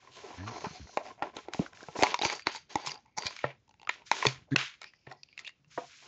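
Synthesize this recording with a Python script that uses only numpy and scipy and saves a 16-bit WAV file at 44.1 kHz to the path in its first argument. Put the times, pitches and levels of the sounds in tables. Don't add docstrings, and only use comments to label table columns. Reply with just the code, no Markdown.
import sys
import numpy as np
from scipy import signal
from scipy.fft import rfft, irfft
from scipy.io import wavfile

SR = 44100
rng = np.random.default_rng(int(sys.argv[2]) if len(sys.argv) > 2 else 0)


def voltage_ratio(decibels):
    exponent = np.asarray(decibels, float) / 20
    return 10 ** exponent


def dump_mix(stems):
    frames = np.atleast_2d(stems).T
    limited = np.clip(frames, -1, 1)
    pcm = np.round(limited * 32767).astype(np.int16)
    wavfile.write(sys.argv[1], SR, pcm)


N = 267687

# pitch_hz, density_db (per Hz)
AIR_SPECTRUM = [(18, -46.5), (30, -20.5), (214, -14.5), (276, -15), (1590, -31), (8000, -49),
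                (10400, -73.5), (17600, -120)]
AIR_DB = -72
ROOM_T60_S, ROOM_DB, WALL_CUT_HZ = 0.16, -19, 6000
MIC_TOP_HZ = 6980

# pitch_hz, width_hz, level_db
COUNTER_MODES = [(92, 14, -12), (137.5, 21, 3), (191.1, 48, -14.5), (281.8, 160, -2.5)]
SHELL_MODES = [(381, 90, -2.5), (460, 260, 1.5), (591, 70, -3.5), (746, 60, 0.5), (840, 8.2, 0),
               (1040, 110, 0.5), (1326, 19, -4.5)]
CARD_MODES = [(1550, 240, -11), (1900, 46, 0.5), (2300, 320, 6.5), (2840, 270, -12), (3200, 55, -16.5)]
FILM_MODES = [(3770, 1400, -1), (4670, 720, 3.5), (5364, 300, -3), (5880, 1100, -0.5), (7000, 2600, -0.5)]
PEELING_CARD_MODES = [(4140, 200, 8), (6200, 1100, 4.5)]
FLEXING_FILM_MODES = [(4700, 240, -9.5), (6770, 330, -9)]
# start_s, end_s
PEELING_SPAN = (0.38, 0.94)
FLEXING_SPAN = (2.1, 3.4)

# time_s, level_db
COUNTER_RUMBLE = [(0.0, -73.5), (0.62, -58), (0.86, -68.5), (4.09, -72.5), (4.46, -61.5), (4.65, -75.5),
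                  (6.07, -77.5)]
# time_s, level_db
COUNTER_HUM = [(5.0, -92.5), (5.15, -75.5), (5.55, -85), (5.7, -64.5), (6.07, -80)]
# start_s, peak_db, pitch_hz
COUNTER_THUMPS = [(.666, -29.5, 184), (0.707, -39, 156), (1.222, -33, 312), (1.363, -40, 290),
                  (1.544, -37, 275), (1.594, -16.5, 182), (1.5989, -20, 296), (1.885, -39, 159),
                  (1.987, -29, 310), (2.025, -19, 300.3), (2.252, -22, 336), (2.468, -33.5, 310),
                  (2.754, -24.5, 310), (2.87, -42.5, 143.4), (3.18, -41.5, 179), (3.254, -36.5, 92),
                  (3.443, -31.5, 134), (4.251, -34, 309), (4.264, -23.5, 131), (4.56, -32.5, 132.5),
                  (5.071, -44.5, 132)]
FREE_T60_S, DAMPED_T60_S = 0.19, 0.045

# pitch_hz, level_db, t60_s
TOY_MODES = [(336, 12, 0.031), (497.6, 0, 0.13), (700, 5, 0.09), (950, 10.5, 0.059), (1240, -4, 0.07)]
TOY_START_S, TOY_DB = 5.776, -23

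# time_s, slips_per_s, level_db
JUDDER_SLIDES = [
    [(.375, 92, -46), (.40, 87.2, -38.5), (.46, 108, -38.5), (.52, 121, -44.5), (.535, 64, -96)],
    [(.797, 140, -45.5), (.815, 75, -41), (.85, 56, -44.5), (.87, 270, -67)],
    [(4.512, 138, -43.5), (4.522, 137, -25), (4.545, 140, -25), (4.550, 400, -47), (4.562, 360, -52.5)],
]

# start_s, hold_s, level_db
SHELL_PRESSES = [(0.031, 0.19, -60.5), (0.154, 0.23, -53.5), (0.307, 0.14, -50), (0.44, 0.27, -48),
                 (0.803, 0.16, -60), (0.972, 0.0056, -40), (1.055, 0.028, -43.5), (1.226, 0.01, -38),
                 (1.338, 0.056, -51.5), (1.483, 0.17, -54.5), (1.73, 0.21, -56.5), (1.956, 0.085, -41),
                 (2.06, 0.045, -38), (2.224, 0.11, -41.5), (2.471, 0.024, -42), (2.706, 0.087, -50.5),
                 (2.764, 0.17, -52), (3.204, 0.09, -46.5), (3.449, 0.007, -40.5), (3.851, 0.16, -60.5),
                 (4.134, 0.19, -47), (4.525, 0.088, -53.5), (4.825, 0.012, -61.5), (5.078, 0.029, -53.5),
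                 (5.386, 0.061, -64.5), (5.796, 0.031, -53.5), (6.025, 0.061, -59.5)]
# start_s, hold_s, card_db, film_above_card_db
SLIDES = [(0.007, 0.16, -66, -2), (0.156, 0.22, -56.5, -2.5), (0.263, 0.568, -61, 0),
          (0.473, 0.24, -59.5, 7.5), (0.756, 0.22, -70.5, 13.5), (1.034, 0.072, -60, 0.5),
          (1.246, 0.03, -60, -4.5), (1.355, 0.05, -54, -4.5), (1.534, 0.1, -55, 1.5),
          (1.749, .2, -61.5, 2.5), (1.968, 0.05, -52.5, 9), (2.024, 0.081, -40.5, -4.5),
          (2.128, 0.13, -61.5, 3.5), (2.222, 0.091, -39.5, -2), (2.31, 0.041, -64, 12),
          (2.469, 0.012, -40.5, -8.5), (2.518, 0.026, -46.5, -3.5), (2.703, 0.21, -51.5, -2.5),
          (3.201, 0.1, -52.5, 1), (3.31, 0.11, -53.5, -4.5), (3.437, 0.01, -51.5, -18),
          (3.899, 0.037, -46.5, -11), (4.067, 0.0078, -54, 2.5), (4.121, 0.17, -40.5, -3.5),
          (4.584, 0.017, -32, -10.5), (4.606, 0.047, -41, -8.5), (4.814, 0.022, -62.5, -5.5),
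          (5.067, 0.041, -69, -14), (5.375, 0.051, -60.5, -27), (5.713, .4, -58, 0)]
GRIP_DB_PER_S = 1400
SHELL_FADE_DB_PER_S, CARD_FADE_DB_PER_S, FILM_FADE_DB_PER_S = 286, 217.5, 228
SHELL_REST_DB, CARD_REST_DB, FILM_REST_DB = -97, -84.5, -84
# start_s,
# hold_s, level_db, pitch_hz, width_hz
SINGING_STROKES = [(2.195, .012, -50, 4650, 200), (2.285, .07, -46, 4650, 150),
                   (2.805, .035, -59, 4650, 200), (2.865, .055, -48, 4900, 600),
                   (4.513, .024, -57, 3700, 900), (4.515, .02, -64, 6500, 900),
                   (4.513, .024, -50, 1650, 300), (3.178, .06, -48, 4650, 200),
                   (2.417, .006, -57, 4690, 250), (2.512, .065, -52, 4650, 200),
                   (3.255, .025, -44, 4600, 500), (5.682, .03, -72, 5800, 3000), (3.06, .1, -77, 2200, 500),
                   (3.055, .04, -68, 880, 150), (4.845, .045, -60, 2440, 600), (4.845, .04, -61, 4900, 800),
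                   (4.94, .12, -76, 2500, 800), (4.94, .12, -75, 5000, 1100), (5.12, .03, -60, 730, 70),
                   (5.13, .07, -77, 1960, 100), (5.17, .06, -72, 5000, 1100), (5.24, .11, -73, 4650, 700),
                   (5.24, .11, -75, 2500, 900), (5.5, .07, -76, 2500, 1500), (.39, .05, -57, 1710, 350),
                   (1.606, .03, -43, 300, 420), (4.478, .015, -63, 550, 400),
                   (2.352, .002, -41, 5600, 4000), (.24, .06, -50, 400, 100), (.65, .025, -46, 1300, 500),
                   (5.79, .045, -50, 700, 60), (4.58, .06, -46, 2800, 500), (3.45, .05, -52, 570, 260),
                   (3.45, .06, -50, 2000, 1100), (2.77, .2, -54, 840, 120), (.98, .035, -42, 680, 200)]
SING_FADE_DB_PER_S = 450

# top_s, level_db (rms), ring_hz, crack_above_ring_db, half_length_s
SHARP_CRUMPLES = [(.16, -59.5, 3200, 9.5, 0.036), (.479, -36.5, 1053, -13.5, 0.012),
                  (.608, -45, 950, -0.5, 0.0014), (.756, -48, 722, -2.5, 0.02),
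                  (2.017, -30.5, 740, -4, 0.022), (2.062, -32.5, 998, -10.5, 0.025),
                  (2.253, -31, 890, 1.5, 0.026), (2.329, -33, 1040, -2.5, 0.0092),
                  (2.554, -42, 882, 5, 0.016), (2.872, -39.5, 950, 9.5, 0.014),
                  (2.911, -45.5, 2070, 6.5, 0.0099), (3.182, -31, 810, 1, 0.0089),
                  (3.264, -31, 2420, 4, 0.014), (3.308, -41, 1044, -5.5, 0.0019),
                  (4.262, -29, 381, -1, 0.014), (5.12, -46.5, 722, -3.5, 0.018),
                  (5.398, -53, 2300, 5.5, 0.019), (5.472, -45, 2830, -5, 0.022)]
# top_s, level_db (rms), ring_hz, half_length_s
SOFT_CRUMPLES = [(0.049, -63, 1067, 0.065), (0.263, -47.5, 417, 0.029), (0.394, -49, 1715, 0.016),
                 (0.654, -37.5, 980, 0.012), (1.07, -43, 704, 0.022), (1.197, -51.5, 696, 0.021),
                 (2.317, -38.5, 820, 0.015), (4.523, -46, 1667, 0.0059), (5.071, -48, 1900, 0.0034)]
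SOFT_CRUMPLE_CRACK_DB = -13

# start_s, peak_db, pitch_hz
SIDE_PANELS = [(0.478, -30, 990), (0.477, -30, 1365), (.642, -31.5, 403), (.642, -31, 650),
               (3.797, -53, 885), (.972, -26.5, 1900), (.973, -16.5, 865), (1.222, -17, 807),
               (1.223, -26.5, 1850), (1.484, -31, 787), (.894, -41, 725), (1.534, -37, 754),
               (1.991, -21.5, 803), (1.99, -36, 1860), (2.021, -19, 739), (2.024, -21, 923),
               (2.025, -11, 569), (2.067, -27, 612), (2.142, -28.5, 1795), (2.234, -25, 341),
               (2.251, -27, 1340), (2.47, -25, 334.3), (3.441, -21.5, 1343), (3.439, -33, 2355),
               (3.442, -19, 1846), (3.893, -22, 984), (3.895, -26.5, 1327), (4.227, -17, 1018),
               (4.223, -33.5, 1990), (4.253, -15, 404), (4.252, -19.5, 959), (4.267, -23.5, 1080),
               (4.559, -16, 1488), (4.559, -24, 1070), (4.818, -53, 1590), (5.07, -43, 707),
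               (5.116, -39.5, 1390), (5.113, -37.5, 1880), (5.777, -30.5, 1880), (.177, -49, 620),
               (.388, -44, 1720), (.56, -41, 2140), (0.892, -50, 1460), (1.232, -31.5, 705),
               (0.972, -18.5, 1040), (1.836, -38.5, 1570), (2.844, -47.5, 840), (2.215, -31, 792)]
# start_s, peak_db, pitch_hz
FILM_FACETS = [(2.023, -19, 2520), (2.024, -21, 2160), (2.034, -13, 2136), (2.035, -22, 2850),
               (2.067, -18.5, 2166), (2.143, -20, 2187), (2.142, -18, 3650), (2.19, -26, 2200),
               (2.19, -27, 3670), (2.22, -14, 3860), (2.251, -18, 2526), (2.298, -23, 2290),
               (2.87, -26, 4970), (2.874, -24, 5300), (2.903, -36, 5400), (2.917, -25.5, 4670),
               (2.955, -36, 4700), (2.976, -43, 4770), (3.181, -26.5, 2140), (3.182, -28, 6820),
               (3.258, -32, 4600), (3.266, -25, 4680), (3.269, -27, 5400), (3.327, -46, 2460),
               (3.678, -60.5, 2680), (3.693, -65.5, 2720), (3.709, -54, 2720), (3.74, -64, 2730),
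               (3.815, -57, 2720), (3.829, -52, 2770), (3.85, -49, 2750), (3.85, -53, 4660),
               (3.891, -25.5, 7000), (3.797, -54, 4630), (3.892, -12.5, 2338), (4.019, -48, 2530),
               (4.113, -34, 3190), (4.267, -12.5, 3530), (4.56, -16, 4280), (4.561, -9, 2623),
               (4.832, -47, 4570), (4.841, -40, 5080), (4.853, -45, 2380), (4.866, -46, 2430),
               (4.867, -49, 4670), (4.876, -46.5, 2430), (5.335, -54, 4660), (3.441, -43, 3840),
               (5.099, -61, 3300), (5.232, -33, 4670), (5.233, -40.5, 2580), (5.233, -40.5, 5610),
               (5.377, -32, 2140), (5.447, -41, 2050), (5.462, -42, 2540), (5.467, -32, 3400),
               (5.475, -33, 2500), (5.477, -28.5, 3760), (1.525, -47, 2200), (1.366, -30, 3951)]
PANEL_T60_S, FACET_T60_S = 0.026, 0.014

# start_s, peak_db, ring_hz
SHELL_KNOCKS = [(0.073, -42, 1040), (1.223, -19.5, 1375), (1.592, -22, 402), (1.662, -31.5, 1530),
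                (1.806, -39.5, 1550), (1.885, -28.5, 460), (2.249, -15, 2300), (3.441, -15, 583),
                (3.872, -27, 1254), (3.894, -13, 1780), (4.225, -18, 1900), (5.072, -36.5, 423),
                (5.287, -50, 2760), (5.327, -48, 2450), (5.645, -54, 2730)]
# start_s, peak_db, ring_hz
PANEL_BUCKLES = [(0.643, -26, 880), (.871, -43.5, 687), (0.972, -13, 656), (1.484, -29, 355),
                 (1.545, -25, 724), (1.772, -40.5, 1700), (1.953, -37.5, 495), (1.99, -24.5, 434),
                 (2.039, -13, 994), (2.232, -19, 844), (2.548, -29, 941), (2.958, -40, 1040),
                 (3.234, -30.5, 996), (3.797, -48, 2760), (3.848, -50, 810), (4.019, -45.5, 930),
                 (4.252, -14, 1023), (4.842, -29, 2320), (4.935, -46, 1990), (5.114, -36.5, 740),
                 (5.377, -30, 2680), (5.447, -35.5, 2650)]
# start_s, peak_db, ring_hz, ring_t60_s
CREASE_POPS = [(0.176, -52, 684, .06), (1.228, -30.5, 950, .043), (1.829, -35.5, 360, .039),
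               (2.033, -7, 773, .022), (2.142, -13, 972, .15), (2.2141, -21, 750, .03),
               (2.298, -22, 860, .021), (2.394, -32, 2000, .06), (2.469, -10, 948, .02),
               (2.755, -14.5, 821, .12), (2.893, -28.5, 2810, .06), (3.059, -52, 910, .06),
               (3.389, -33.5, 2213, .038), (3.74, -51.5, 842, .04), (4.114, -7, 900, .02),
               (4.561, -11, 1900, 0.0083), (4.816, -30.5, 2230, .035), (5.475, -34, 2540, .071)]
# start_s, peak_db, ring_hz
FILM_CRACKS = [(0.547, -56, 760), (1.367, -28, 780), (1.535, -22, 1490), (1.731, -41.5, 1550),
               (2.024, -15.5, 424), (2.067, -24.5, 1100), (2.19, -26, 840), (2.22, -27, 2190),
               (2.253, -20.5, 370), (2.421, -41, 2410), (2.871, -25.5, 995), (2.942, -40, 4700),
               (3.222, -30.5, 1900), (3.364, -30, 2300), (3.678, -58, 886), (3.692, -50.5, 886),
               (3.71, -53, 834), (3.815, -46, 850), (3.83, -43, 814), (4.267, -11, 2590),
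               (4.285, -25.5, 2250), (4.83, -39, 2110), (5.233, -42, 4670), (5.391, -31.5, 2040),
               (5.491, -39, 1990)]
KNOCK_CRACK_DB, BUCKLE_CRACK_DB, POP_CRACK_DB, FILM_CRACK_DB = -36, -19, -7.5, -4
KNOCK_T60_S, BUCKLE_T60_S, FILM_T60_S = 0.063, 0.09, 0.058


def rms_one(x):
    return x / np.sqrt(np.mean(x ** 2) + 1e-20)


def peak_one(x):
    return x / (np.max(np.abs(x)) + 1e-20)


def in_time(rows):
    s, *columns = np.transpose(rows)
    return [np.interp(np.arange(N) / SR, s, c) for c in columns]


def drift(rate_hz):
    r = np.exp(-80 * np.pi * rate_hz / SR)
    noise = rng.standard_normal(N // 40 + 2002)
    slow = signal.lfilter([1], [1, -2 * r, r * r], noise)[2000:]
    return np.interp(np.arange(N) / 40, np.arange(len(slow)), rms_one(slow))


def band(x, lo_hz, hi_hz):
    return signal.sosfilt(signal.butter(2, [lo_hz, hi_hz], "band", fs=SR, output="sos"), x)


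def resonate(x, hz, width_hz):
    r = np.exp(-np.pi * width_hz / SR)
    rise = (1 - r * r) / 2 * np.array([1, 0, -1])
    return signal.lfilter(rise, [1, -2 * r * np.cos(2 * np.pi * hz / SR), r * r], x)


def resonate_twice(x, hz, width_hz):
    return resonate(resonate(x, hz, width_hz), hz, width_hz)


def t60_width(t60):
    return np.log(1000) / np.pi / t60


def body(x, modes, spread_db=0):
    gains = voltage_ratio(np.array(modes)[:, 2] + spread_db)
    return sum((-1) ** k * gains[k] * resonate(x, hz, width) for k, (hz, width, db) in enumerate(modes))


def strokes(starts, holds, levels_db, fade_db_per_s, rest_db):
    t = np.arange(0, N + 64, 32) / SR
    power = voltage_ratio(rest_db) ** 2
    for s, hold, db in zip(starts, holds, levels_db):
        bite_db = GRIP_DB_PER_S * np.maximum(s - t, 0)
        fade_db = fade_db_per_s * np.maximum(t - s - hold, 0)
        power = power + voltage_ratio(db - bite_db - fade_db) ** 2
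    return np.interp(np.arange(N) / SR, t, np.sqrt(power))


def room_tone():
    hz = np.fft.rfftfreq(N, 1 / SR) + 1
    shape_hz, shape_db = np.transpose(AIR_SPECTRUM)
    shape = voltage_ratio(np.interp(np.log(hz), np.log(shape_hz), shape_db))
    return voltage_ratio(AIR_DB - 5.0) * rms_one(irfft(rfft(rng.standard_normal(N)) * shape, N))


def room(x):
    t = np.arange(SR // 3) / SR
    tail = rng.standard_normal(len(t)) * voltage_ratio(-60 * t / ROOM_T60_S) * (t > 0.003)
    tail = band(tail, 180, WALL_CUT_HZ)
    return signal.fftconvolve(x, tail / np.sqrt(np.sum(tail ** 2)))[:N]


def hum():
    drone = resonate_twice(rng.standard_normal(N), 140, 25)
    return voltage_ratio(in_time(COUNTER_HUM)[0]) * rms_one(drone)


def thumps():
    size = round(0.3 * SR)
    t, out = np.arange(size) / SR, np.zeros(N + size)
    push = np.sin(np.pi * np.minimum(t / 0.0028, 1)) + 1e-18
    for s, peak_db, hz in COUNTER_THUMPS:
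        t60 = FREE_T60_S if 110 < hz < 150 else DAMPED_T60_S
        mode = peak_one(resonate(push, hz, t60_width(np.clip(t60, 0.01, 0.4))))
        neighbours = peak_one(band(push, 75, 370))
        at = round(s * SR)
        out[at:at + size] += voltage_ratio(peak_db) * peak_one(mode + 0.5 * neighbours)
    return out[:N]


def toy():
    t = np.arange(SR // 2) / SR
    rings = sum(voltage_ratio(db - 60 * t / np.clip(t60, 0.01, 0.25)) * np.sin(2 * np.pi * hz * t)
                for hz, db, t60 in TOY_MODES)
    rattle = rng.standard_normal(len(t)) * np.exp(-t / 0.0097)
    rattle = band(band(rattle, 210, 1730), 240, 1080)
    knock = peak_one(rings * (1 - np.exp(-t / 0.0027))) + 0.97 * peak_one(rattle)
    return np.concatenate([np.zeros(round(TOY_START_S * SR)), voltage_ratio(TOY_DB) * knock])[:N]


def judder():
    out = np.zeros(N)
    for rows in JUDDER_SLIDES:
        span = slice(round(rows[0][0] * SR), round(rows[-1][0] * SR))
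        per_s, level_db = (c[span] for c in in_time(rows))
        phase = 2 * np.pi * np.cumsum(per_s * (1 + 0.025 * drift(40)[span])) / SR
        dip = 0
        for k in range(1, 4):
            lift = 1 + 2.24 * np.exp(-((k * per_s - 275) / 40) ** 2)
            dip = dip + lift * k ** -1.6 * np.cos(k * (phase + 0.37))
        noise = rng.standard_normal(len(phase))
        tick = rms_one(resonate_twice(noise, 1700, 500)) + 0.092 * rms_one(band(noise, 3100, 3600))
        out[span] += voltage_ratio(level_db) * (0.022 * (1 + np.cos(phase)) * tick - dip)
    return out


def rustle(modes, lo_hz, hi_hz, per_s, smooth, flat, patchy_db):
    sizes = voltage_ratio(3.5 * np.minimum(rng.exponential(1, N), 4)) * rng.choice([-1, 1], N)
    slips = sizes * (rng.random(N) < per_s * voltage_ratio(3.0 * drift(25)) / SR)
    friction = rms_one(slips) + smooth * rng.standard_normal(N)
    tone = rms_one(body(friction, modes)) + flat * rms_one(band(friction, lo_hz, hi_hz))
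    return rms_one(band(tone, lo_hz * 0.81, hi_hz * 1.66) * voltage_ratio(patchy_db * drift(23)))


def rubbing():
    s, hold, card_db, above_db = np.transpose(SLIDES)
    t = np.arange(N) / SR
    film = rustle(FILM_MODES, 3500, 8000, per_s=3000, smooth=1.6, flat=5, patchy_db=1.2)
    peel = rustle(PEELING_CARD_MODES, 2100, 5100, per_s=2700, smooth=3.7, flat=0.44, patchy_db=-2.0)
    flex = rustle(FLEXING_FILM_MODES, 3500, 8000, per_s=900, smooth=0.8, flat=2.2, patchy_db=2.5)
    film = np.where((t > PEELING_SPAN[0]) & (t < PEELING_SPAN[1]), peel, film)
    film = np.where((t > FLEXING_SPAN[0]) & (t < FLEXING_SPAN[1]), flex, film)
    counter = rustle(COUNTER_MODES, 40, 160, per_s=250, smooth=1.0, flat=3.5, patchy_db=2.5)
    shell = rustle(SHELL_MODES, 210, 1400, per_s=510, smooth=0.77, flat=0.88, patchy_db=3.5)
    card = rustle(CARD_MODES, 1200, 3700, per_s=1200, smooth=0.88, flat=4.5, patchy_db=1.5)
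    counter_gain = voltage_ratio(in_time(COUNTER_RUMBLE)[0])
    shell_gain = strokes(*np.transpose(SHELL_PRESSES), SHELL_FADE_DB_PER_S, SHELL_REST_DB)
    card_gain = strokes(s, hold, card_db, CARD_FADE_DB_PER_S, CARD_REST_DB)
    film_gain = strokes(s, hold, card_db + above_db, FILM_FADE_DB_PER_S, FILM_REST_DB)
    return counter_gain * counter + shell_gain * shell + card_gain * card + film_gain * film


def singing():
    out = np.zeros(N)
    noise = rng.standard_normal(N) * voltage_ratio(2.5 * drift(50))
    for s, hold, db, hz, width_hz in SINGING_STROKES:
        span = slice(round((s - 0.006) * SR), round((s + hold + 0.3) * SR))
        tone = rms_one(resonate_twice(noise[span], hz, width_hz))
        out[span] += strokes([s], [hold], [db], SING_FADE_DB_PER_S, -140)[span] * tone
    return out


def overtones():
    t, out = np.arange(SR // 10) / SR, np.zeros(N + SR)
    rows = [(*row, PANEL_T60_S) for row in SIDE_PANELS] + [(*row, FACET_T60_S) for row in FILM_FACETS]
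    for (s, peak_db, hz, t60), turn in zip(rows, rng.random(len(rows))):
        envelope = voltage_ratio(peak_db - 60 * t / t60) * (1 - np.exp(-t / 0.00029))
        at = round(s * SR)
        out[at:at + len(t)] += envelope * np.sin(2 * np.pi * (hz * t + turn))
    return out[:N]


def struck(contact, scatter, hz, t60, crack_db, chance):
    width = t60_width(np.clip(t60, 0.008, 75 / hz))
    twin_hz = hz * (1 + 0.07 * chance[-1])
    tail = peak_one(resonate(contact, hz, width) + resonate(contact, twin_hz, width))
    panel = 0.5 * tail + peak_one(resonate(contact, hz, 4 * width))
    modes = [(f, 2 * w, db) for f, w, db in SHELL_MODES + CARD_MODES]
    shell = body(contact, modes, 4.5 * chance[:len(modes)]) + 0.3 * contact
    top_hz = max(np.clip(hz * 3.38, 1900, 4000), 1.8 * hz)
    ring = peak_one(panel) + 0.81 * peak_one(band(shell, hz / 1.99, top_hz))
    ring = band(ring, hz / 7.6, top_hz)
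    crack = body(scatter, FILM_MODES, 4.8 * chance[-len(FILM_MODES):]) + 0.5 * band(scatter, 2900, 8000)
    return peak_one(ring) + voltage_ratio(crack_db) * peak_one(crack)


def crumples():
    size, lead = round(0.24 * SR), round(0.08 * SR)
    t, out = np.arange(size) / SR - 0.08, np.zeros(N + size)
    soft = [(s, db, hz, SOFT_CRUMPLE_CRACK_DB, half) for s, db, hz, half in SOFT_CRUMPLES]
    for s, level_db, hz, crack_db, half in sorted(SHARP_CRUMPLES + soft):
        draw, chance = rng.random((3, size)), rng.standard_normal(32)
        sizes = voltage_ratio(-4.0 * np.log(draw[1] + 0.029)) * np.sign(draw[2] - 0.5)
        cracks = (draw[0] < 500 / SR) * sizes
        swell = np.exp(-np.abs(t / half) ** 2.0)
        grit = (cracks + 0.06 * rng.standard_normal(size)) * swell + 1e-18
        at = round(s * SR)
        out[at:at + size] += voltage_ratio(level_db + 8.5) * struck(grit, grit, hz, 0.062, crack_db + 3.0, chance)
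    return out[lead:lead + N]


def snaps():
    size = round(0.2 * SR)
    t, out = np.arange(size) / SR, np.zeros(N + size)
    rise = 1 - np.exp(-t / 0.0004)
    rows = [(*row, KNOCK_T60_S, KNOCK_CRACK_DB) for row in SHELL_KNOCKS]
    rows += [(*row, BUCKLE_T60_S, BUCKLE_CRACK_DB) for row in PANEL_BUCKLES]
    rows += [(*row, POP_CRACK_DB) for row in CREASE_POPS]
    rows += [(*row, FILM_T60_S, FILM_CRACK_DB) for row in FILM_CRACKS]
    for s, peak_db, hz, t60, crack_db in sorted(rows):
        noise, chance = rng.standard_normal((2, size)), rng.standard_normal(32)
        contact = noise[0] * rise * np.exp(-t / 0.0009) + 1e-18
        scatter = noise[1] * rise * (np.exp(-t / 0.0012) + 0.06 * np.exp(-t / 0.006)) + 1e-18
        at = round(s * SR)
        out[at:at + size] += voltage_ratio(peak_db) * struck(contact, scatter, hz, t60, crack_db + 3.5, chance)
    return out[:N]


def scene():
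    hits = snaps() + crumples() + toy()
    dry = hits + voltage_ratio(ROOM_DB) * room(hits)
    dry += thumps() + judder() + hum() + rubbing() + room_tone()
    return (dry + overtones() + singing())[None]


def roll_off(x):
    return signal.sosfilt(signal.butter(12, 8360, fs=SR, output="sos"), x)


def record(dry):
    x = signal.sosfilt(signal.butter(2, 55, "high", fs=SR, output="sos"), dry)
    x = signal.sosfilt(signal.butter(14, MIC_TOP_HZ, fs=SR, output="sos"), x)
    mix = 0.74 * np.tanh(x / 0.89)
    return roll_off(mix)


dry = scene()
out = record(dry)
dump_mix(out)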